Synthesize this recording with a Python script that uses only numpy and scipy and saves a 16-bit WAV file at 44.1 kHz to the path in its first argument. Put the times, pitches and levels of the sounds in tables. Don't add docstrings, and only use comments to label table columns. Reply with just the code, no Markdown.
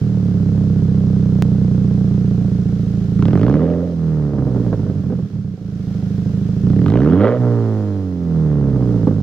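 import sys
import numpy as np
from scipy import signal
from scipy.fft import rfft, irfft
from scipy.io import wavfile
from scipy.ndimage import uniform_filter1d

SR = 44100
rng = np.random.default_rng(int(sys.argv[2]) if len(sys.argv) > 2 else 0)


def log_audio(samples):
    frames = np.atleast_2d(samples).T
    limited = np.clip(frames, -1, 1)
    pcm = np.round(limited * 32767).astype(np.int16)
    wavfile.write(sys.argv[1], SR, pcm)


N = 406602
TIME = np.arange(N) / SR

# time in seconds, firings per second.
ENGINE_SPEED = [(0.0, 39.47), (0.339, 34.09), (1.453, 30.79), (2.242, 29.81), (3.181, 27.15),
                (3.337, 43.65), (3.612, 82.45), (3.698, 84.93), (3.829, 87.76), (4.325, 70.44),
                (4.749, 53.74), (5.148, 42.42), (5.602, 27.77), (5.996, 25.66), (6.539, 26.06),
                (6.767, 33.99), (7.038, 70.93), (7.296, 119.25), (7.367, 124.7), (8.144, 89.26),
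                (8.883, 59.2), (9.22, 49.29)]
# strength in dB, in firing order.
CYLINDER_STRENGTHS = [0.71, 0.17, 0.45, -1.7]
# time in seconds, drone in dB, roughness 0 to 1.
IDLE_LEVELS = [(0, -16, 0.35), (.55, -14, 0.29), (1.5, -13.5, 0.27), (2.3, -14.5, 0.26), (2.85, -17, 0.4),
               (3.15, -17, 0.5), (5.7, -22, 0.54), (6.3, -17.5, 0.47)]
# low pitch, its width, high pitch, its width, all in Hz.
HEADER_RINGS = [(188.2, 37.7, 421, 125), (206, 42.6, 369, 119)]
# frequency in Hz, gain in dB.
PIPE_COLOUR = [(20, -57), (35, -41.5), (54, -11.5), (78, -14.5), (100, 3.5), (118, 1.5), (140, -4),
               (165, 4.5), (195, 2.5), (230, -11.5), (255, -11.5), (298, -8), (335, -24), (385, -18),
               (430, -18), (480, -22), (550, -27.5), (610, -32), (820, -41.5), (4000, -115)]
# frequency in Hz, gain in dB.
RASP_COLOUR = [(450, -24.5), (820, 4.5), (980, 8.5), (1300, 10.5), (1650, 2.5), (1950, 1.5), (2500, -11.5),
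               (3200, -8.5), (4200, -22.5), (6300, -42), (9000, -52.5), (15000, -59)]
# frequency in Hz, gain in dB.
HISS_COLOUR = [(25, 12), (100, -6.5), (500, 0.5), (900, 4), (1400, 12.5), (2300, 5.5), (3200, 5.5),
               (5000, 4.5), (6300, 2), (7400, -5), (10000, -11.5), (15000, -13)]
# pitch in Hz, width in Hz, level in dB against the hiss.
PULLEY_RINGS = [(716, 73, -7), (1410, 220, -14.5), (3295, 27, -22), (4060, 30, -23.5), (5040, 490, -20.5)]
# five times in seconds (pedal down, cylinders full, easing off, shut,
# back at idle), bark and rasp gained while easing in dB, run-down gain in dB, its final roughness 0 to 1.
REVS = [(3.162, 3.21, 3.518, 3.944, 5.69, 0.6, -4.5, -1, 0.92),
        (6.64, 6.858, 7.19, 7.385, 9.9, 5, 10, 0.85, 0.5)]
# dB at PULL_HZ, dB added as speed doubles.
PULL_LEVELS = [(-14, -1.5), (-18, 6.5), (-25.5, 7.5), (-36.5, 3)]
# frequency in Hz, gain in dB.
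SNAP_COLOUR = [(120, -10.5), (330, 24.5), (600, 21.5), (900, 9.5), (2000, -6), (3600, -11.5), (6000, -19.5),
               (9000, -32), (15000, -31.5)]
# firings per second, then base levels of drone, growl, bark, rasp and hiss in dB.
COAST_LEVELS = [(28.5, -25.5, -42.5, -45, -66, -66.5), (35.8, -18.5, -40, -45, -60, -62),
                (45, -18.5, -33, -39.5, -56.5, -60.5), (57.7, -16.5, -23, -29.5, -49, -57.5),
                (69.3, -16, -26, -30, -47.5, -61), (79.5, -15, -31, -32.5, -48.5, -59),
                (88.3, -24.5, -28.5, -38.5, -57, -61.5), (107.3, -19.5, -26.5, -30.5, -46, -58),
                (119.4, -15.5, -23.5, -24, -40.5, -58)]
# time in seconds, half length in seconds, change of the drone in dB.
MISFIRE_DIPS = [(4.32, 0.035, -5), (5.298, 0.033, -15.5), (5.59, 0.018, -12)]
# start in seconds, level in dB, extra gain of its ring in dB.
FUEL_POPS = [(4.384, -10, -3), (4.477, -14, 4), (4.561, -10.5, -1), (4.629, -29, -0.5), (4.729, -2, -3.5),
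             (4.799, -24, -8), (4.865, -14.5, 1), (4.899, -13.5, -2.5), (5.036, -18.5, 1), (5.10, -12, 0),
             (5.122, -11, 1), (5.19, -18, 1), (5.355, -26, 2), (9.072, -2, 2.5), (9.111, -11, -12)]
# frequency in Hz, gain in dB.
THUMP_COLOUR = [(40, -30), (110, -6), (190, 8), (270, 0), (450, -4), (700, -19), (1000, -25), (1500, -29.5),
                (2500, -53), (4000, -57.5), (9000, -72)]

PULL_HZ, STUMBLE_HZ = 63, 69
TREBLE_DIP_HZ = 54
PEDAL_S, SETTLE_S = 0.023, 0.48


def undb(db):
    return 10 ** (np.asarray(db) / 20)


def curves(table):
    times, *columns = np.transpose(table)
    return [np.interp(TIME, times, column) for column in columns]


def unit(x):
    return x / np.sqrt(np.mean(x ** 2))


def steady(x, size=3300):
    power = uniform_filter1d(uniform_filter1d(x ** 2, size), size)
    return x / np.sqrt(np.maximum(power, 1e-14))


def colour(x, points, size=2048):
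    hz, db = np.transpose(points)
    grid = np.maximum(np.fft.rfftfreq(size, 1 / SR), 1)
    gain = undb(np.interp(np.log(grid), np.log(hz), db))
    cepstrum = irfft(np.log(gain))
    fold = 1 - np.sign(np.arange(size) - size // 2)
    fold[0] = 1
    response = irfft(np.exp(rfft(cepstrum * fold)))
    return signal.oaconvolve(x, response)[:N]


def split(x, edges_hz, order=6, size=2 ** 19):
    spectrum, hz = rfft(x, size), np.fft.rfftfreq(size, 1 / SR)
    lows = [irfft(spectrum / (1 + (hz / edge) ** (2 * order)))[:N] for edge in edges_hz]
    return np.diff([np.zeros(N), *lows, x], axis=0)


def pulses(times, sizes):
    place = np.clip(times * SR, 0, N - 2)
    index, part = place.astype(int), place % 1
    return np.bincount(index, sizes * (1 - part), N) + np.bincount(index + 1, sizes * part, N)


def fade(x, decay_s):
    return signal.lfilter([1], [1, -np.exp(-1 / (decay_s * SR))], x + 1e-18)


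def ring(x, hz, width_hz):
    return signal.lfilter(*signal.iirpeak(hz, hz / width_hz, fs=SR), x + 1e-18)


def late(x, delay_s):
    return np.interp(TIME - delay_s, TIME, x, left=0)


def gate(on_s, off_s, release_s=PEDAL_S):
    return np.clip(np.minimum((TIME - on_s) / PEDAL_S, (off_s - TIME) / release_s) + .5, 0, 1)


def engine_effort(hz):
    idle_db, idle_rough = curves(IDLE_LEVELS)
    # idle, pressed and released each list drone, growl, bark, rasp and hiss in dB, then roughness
    idle = [idle_db, idle_db - 16, idle_db - 21, idle_db - 40, -57, idle_rough]
    drone, growl, bark, rasp = (db + slope * np.log2(hz / PULL_HZ) for db, slope in PULL_LEVELS)
    pull_hiss = np.interp(hz, [TREBLE_DIP_HZ - 2, TREBLE_DIP_HZ + 2], [-57, -59.5])
    speeds, *booms = np.transpose(COAST_LEVELS)
    *coast, coast_hiss = (np.interp(hz, speeds, db) for db in booms)
    stumble = np.clip((STUMBLE_HZ - hz) / 7 + .5, 0, 1)
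    state, pulling, cresting = idle, 0, 0
    for down_s, full_s, ease_s, shut_s, idle_s, ease_bark_db, ease_rasp_db, coast_db, lumpy in REVS:
        pedal, shut = gate(down_s, shut_s), gate(shut_s, idle_s, SETTLE_S)
        lift = np.clip((TIME - ease_s) / (shut_s - ease_s), 0, 1)
        ease = np.minimum(lift / 0.26, 1)
        unfilled = 1 - gate(full_s, idle_s)
        pressed = [drone - 8 * lift, growl - 16 * lift,
                   bark + ease_bark_db * ease - 12.5 * lift ** 2.6,
                   rasp - 8 * unfilled + ease_rasp_db * ease - 19.5 * lift ** 2,
                   pull_hiss, .27]
        released = [*(db + coast_db for db in coast), coast_hiss, .12 + stumble * (lumpy - .12)]
        state = [now + pedal * (on - rest) + shut * (off - rest)
                 for now, rest, on, off in zip(state, idle, pressed, released)]
        pulling += pedal * (1 - ease)
        cresting += pedal * ease
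    return (*state[:5], np.clip(state[5], .01, 1), pulling, cresting)


def firings(hz, rough, bank_lag_s=0.00022):
    count = np.cumsum(hz) / SR
    index = np.searchsorted(count, np.arange(.55, count[-1]))
    time_luck, strength_luck = rng.standard_normal((len(index), 2)).T
    times = index / SR + .045 * rough[index] * time_luck / hz[index]
    times += bank_lag_s * (np.arange(len(index)) % 2)
    scatter_db = 3.5 * rough[index] * strength_luck
    return times, undb(np.resize(CYLINDER_STRENGTHS, len(index)) + scatter_db)


def headers(times, sizes):
    both = 0
    for bank, (low_hz, low_width, high_hz, high_width) in enumerate(HEADER_RINGS):
        wave = pulses(times[bank::2], sizes[bank::2])
        wave = wave - 2 * ring(wave, low_hz, low_width)
        both = both + wave - 2 * ring(wave, high_hz, high_width)
    return both


def pipe(push, echo_s=0.01503, echo=0.22):
    ringing = colour(push + echo * late(push, echo_s), PIPE_COLOUR, size=8192)
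    return split(ringing, [228, 360])


def standing_waves(x, trip_s=.0066, share=.3):
    return x + share * late(x + share * late(x, trip_s), trip_s)


def damp_boom(drone, hz, slow_hz=30, fast_hz=59):
    boom = ring(drone, 192.7, width_hz=49)
    speed = np.clip((hz - slow_hz) / (fast_hz - slow_hz), 0, 1)
    return steady(drone - 0.8 * speed * boom)


def gas_rasp(hz, throttle, times, sizes, puffs, grit=0.58):
    shocks = pulses(times, sizes ** 2)
    cracks = shocks + grit * throttle * fade(shocks, decay_s=0.0021) * rng.standard_normal(N)
    crack_db = -7 + 16 * np.maximum(throttle, hz / 135)
    gas = undb(crack_db) * steady(colour(cracks, RASP_COLOUR)) + steady(colour(puffs, RASP_COLOUR))
    body, top = split(gas, [2200])
    return steady(body + undb(-8 * (1 - throttle)) * top)


def exhaust(hz, drone_db, growl_db, bark_db, rasp_db, rough, pulling, cresting):
    times, sizes = firings(hz, rough)
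    puffs = (fade(pulses(times, sizes), decay_s=0.019) + 0.45) * rng.standard_normal(N)
    swirl = np.sqrt(rough * 100 / hz) * (1 + cresting)
    tones, flows = pipe(headers(times, sizes)), pipe(puffs)
    drone, growl, bark = (steady(steady(tone) + swirl * undb(flow_db) * steady(flow))
                          for tone, flow, flow_db in zip(tones, flows, (-24, -7, -2)))
    dull, bright = split(bark, [500])
    bark = dull + undb(0.5 * (bark_db - drone_db) + 9) * standing_waves(bright)
    bark = steady(bark + cresting * undb(8) * silencer_howl(bark))
    throttle = np.clip(pulling + 0.98 * cresting, 0, 1)
    rasp = steady(standing_waves(gas_rasp(hz, throttle, times, sizes, puffs)))
    rasp += shock_snaps(hz, pulling, times, sizes)
    return (undb(drone_db + misfires()) * damp_boom(drone, hz) + undb(growl_db) * growl
            + undb(bark_db) * bark + undb(rasp_db) * rasp)


def engine_bay(hz, base_db, boost_db=7, flutter=0.16):
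    throb = 1 + flutter * np.cos(4 * np.pi * np.cumsum(hz) / SR)
    common, left, right = (unit(colour(rng.standard_normal(N), HISS_COLOUR)) for _ in range(3))
    hiss = (0.18 * common + np.array([left, right])) * undb([[-1.25], [1.25]])
    for pitch, width, db in PULLEY_RINGS:
        whine = ring(rng.standard_normal(N), pitch, width)
        hiss += undb(db) * unit(ring(whine, pitch, width))
    return hiss * throb * undb(base_db + boost_db)


def ground_echo(x, fall_60db_s=0.78, level_db=-29):
    t = TIME[:SR // 2]
    tails = rng.standard_normal((2, len(t))) * undb(-60 * t / fall_60db_s)
    echoes = [signal.oaconvolve(x, tail / np.linalg.norm(tail))[:N] for tail in tails]
    return undb(level_db) * np.array(echoes)


def click(start_s=1.4233):
    tick = fade(pulses(np.array([start_s]), undb([-5])), decay_s=.0012)
    return signal.sosfilt(signal.butter(2, 150, "high", fs=SR, output="sos"), tick)


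def shock_snaps(hz, pulling, times, sizes, spray=0.29, gone_hz=99):
    fronts = pulses(times, sizes)
    shocks = fronts + spray * fade(fronts, decay_s=0.0016) * rng.standard_normal(N)
    body, top = split(steady(colour(shocks, SNAP_COLOUR)), [2000], order=2)
    top_db = np.interp(hz, [TREBLE_DIP_HZ, TREBLE_DIP_HZ + 6], [3, -1])
    slowness = np.clip((gone_hz - hz) / 18, 0, 1)
    return undb(10.5) * pulling * slowness * (body + undb(top_db) * top)


def silencer_howl(x):
    return ring(x, 510, width_hz=150)


def misfires():
    return sum(db * np.exp(-((TIME - at_s) / half_s) ** 2) for at_s, half_s, db in MISFIRE_DIPS)


def fuel_pops(fizz=0.12, return_s=0.0078):
    times, db, ring_db = np.transpose(FUEL_POPS)
    kicks = pulses(times, undb(db))
    sputter = fizz * fade(kicks, decay_s=0.01) * rng.standard_normal(N)
    thump = colour(kicks + sputter, THUMP_COLOUR)
    echoes = sum(pulses(times + trip * return_s, undb(db + ring_db + 3)) for trip in (1, 2))
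    howl = silencer_howl(colour(echoes, THUMP_COLOUR))
    return undb(db.max()) * (thump + howl) / np.abs(thump).max()


def scene(right_louder_db=4.65, right_lag_s=.000045):
    hz, = curves(ENGINE_SPEED)
    *exhaust_db, hiss_db, rough, pulling, cresting = engine_effort(hz)
    tailpipe = -(exhaust(hz, *exhaust_db, rough, pulling, cresting) + fuel_pops())
    direct = click() + np.array([tailpipe, late(tailpipe, right_lag_s)])
    pan = undb([[-right_louder_db / 2], [right_louder_db / 2]])
    return pan / pan.mean() * direct + ground_echo(tailpipe) + engine_bay(hz, hiss_db)


def record(dry, top_hz=15600):
    return signal.sosfilt(signal.ellip(8, .2, 70, top_hz, fs=SR, output="sos"), np.clip(dry, -1, 1))


dry = scene()
out = record(dry)
log_audio(out)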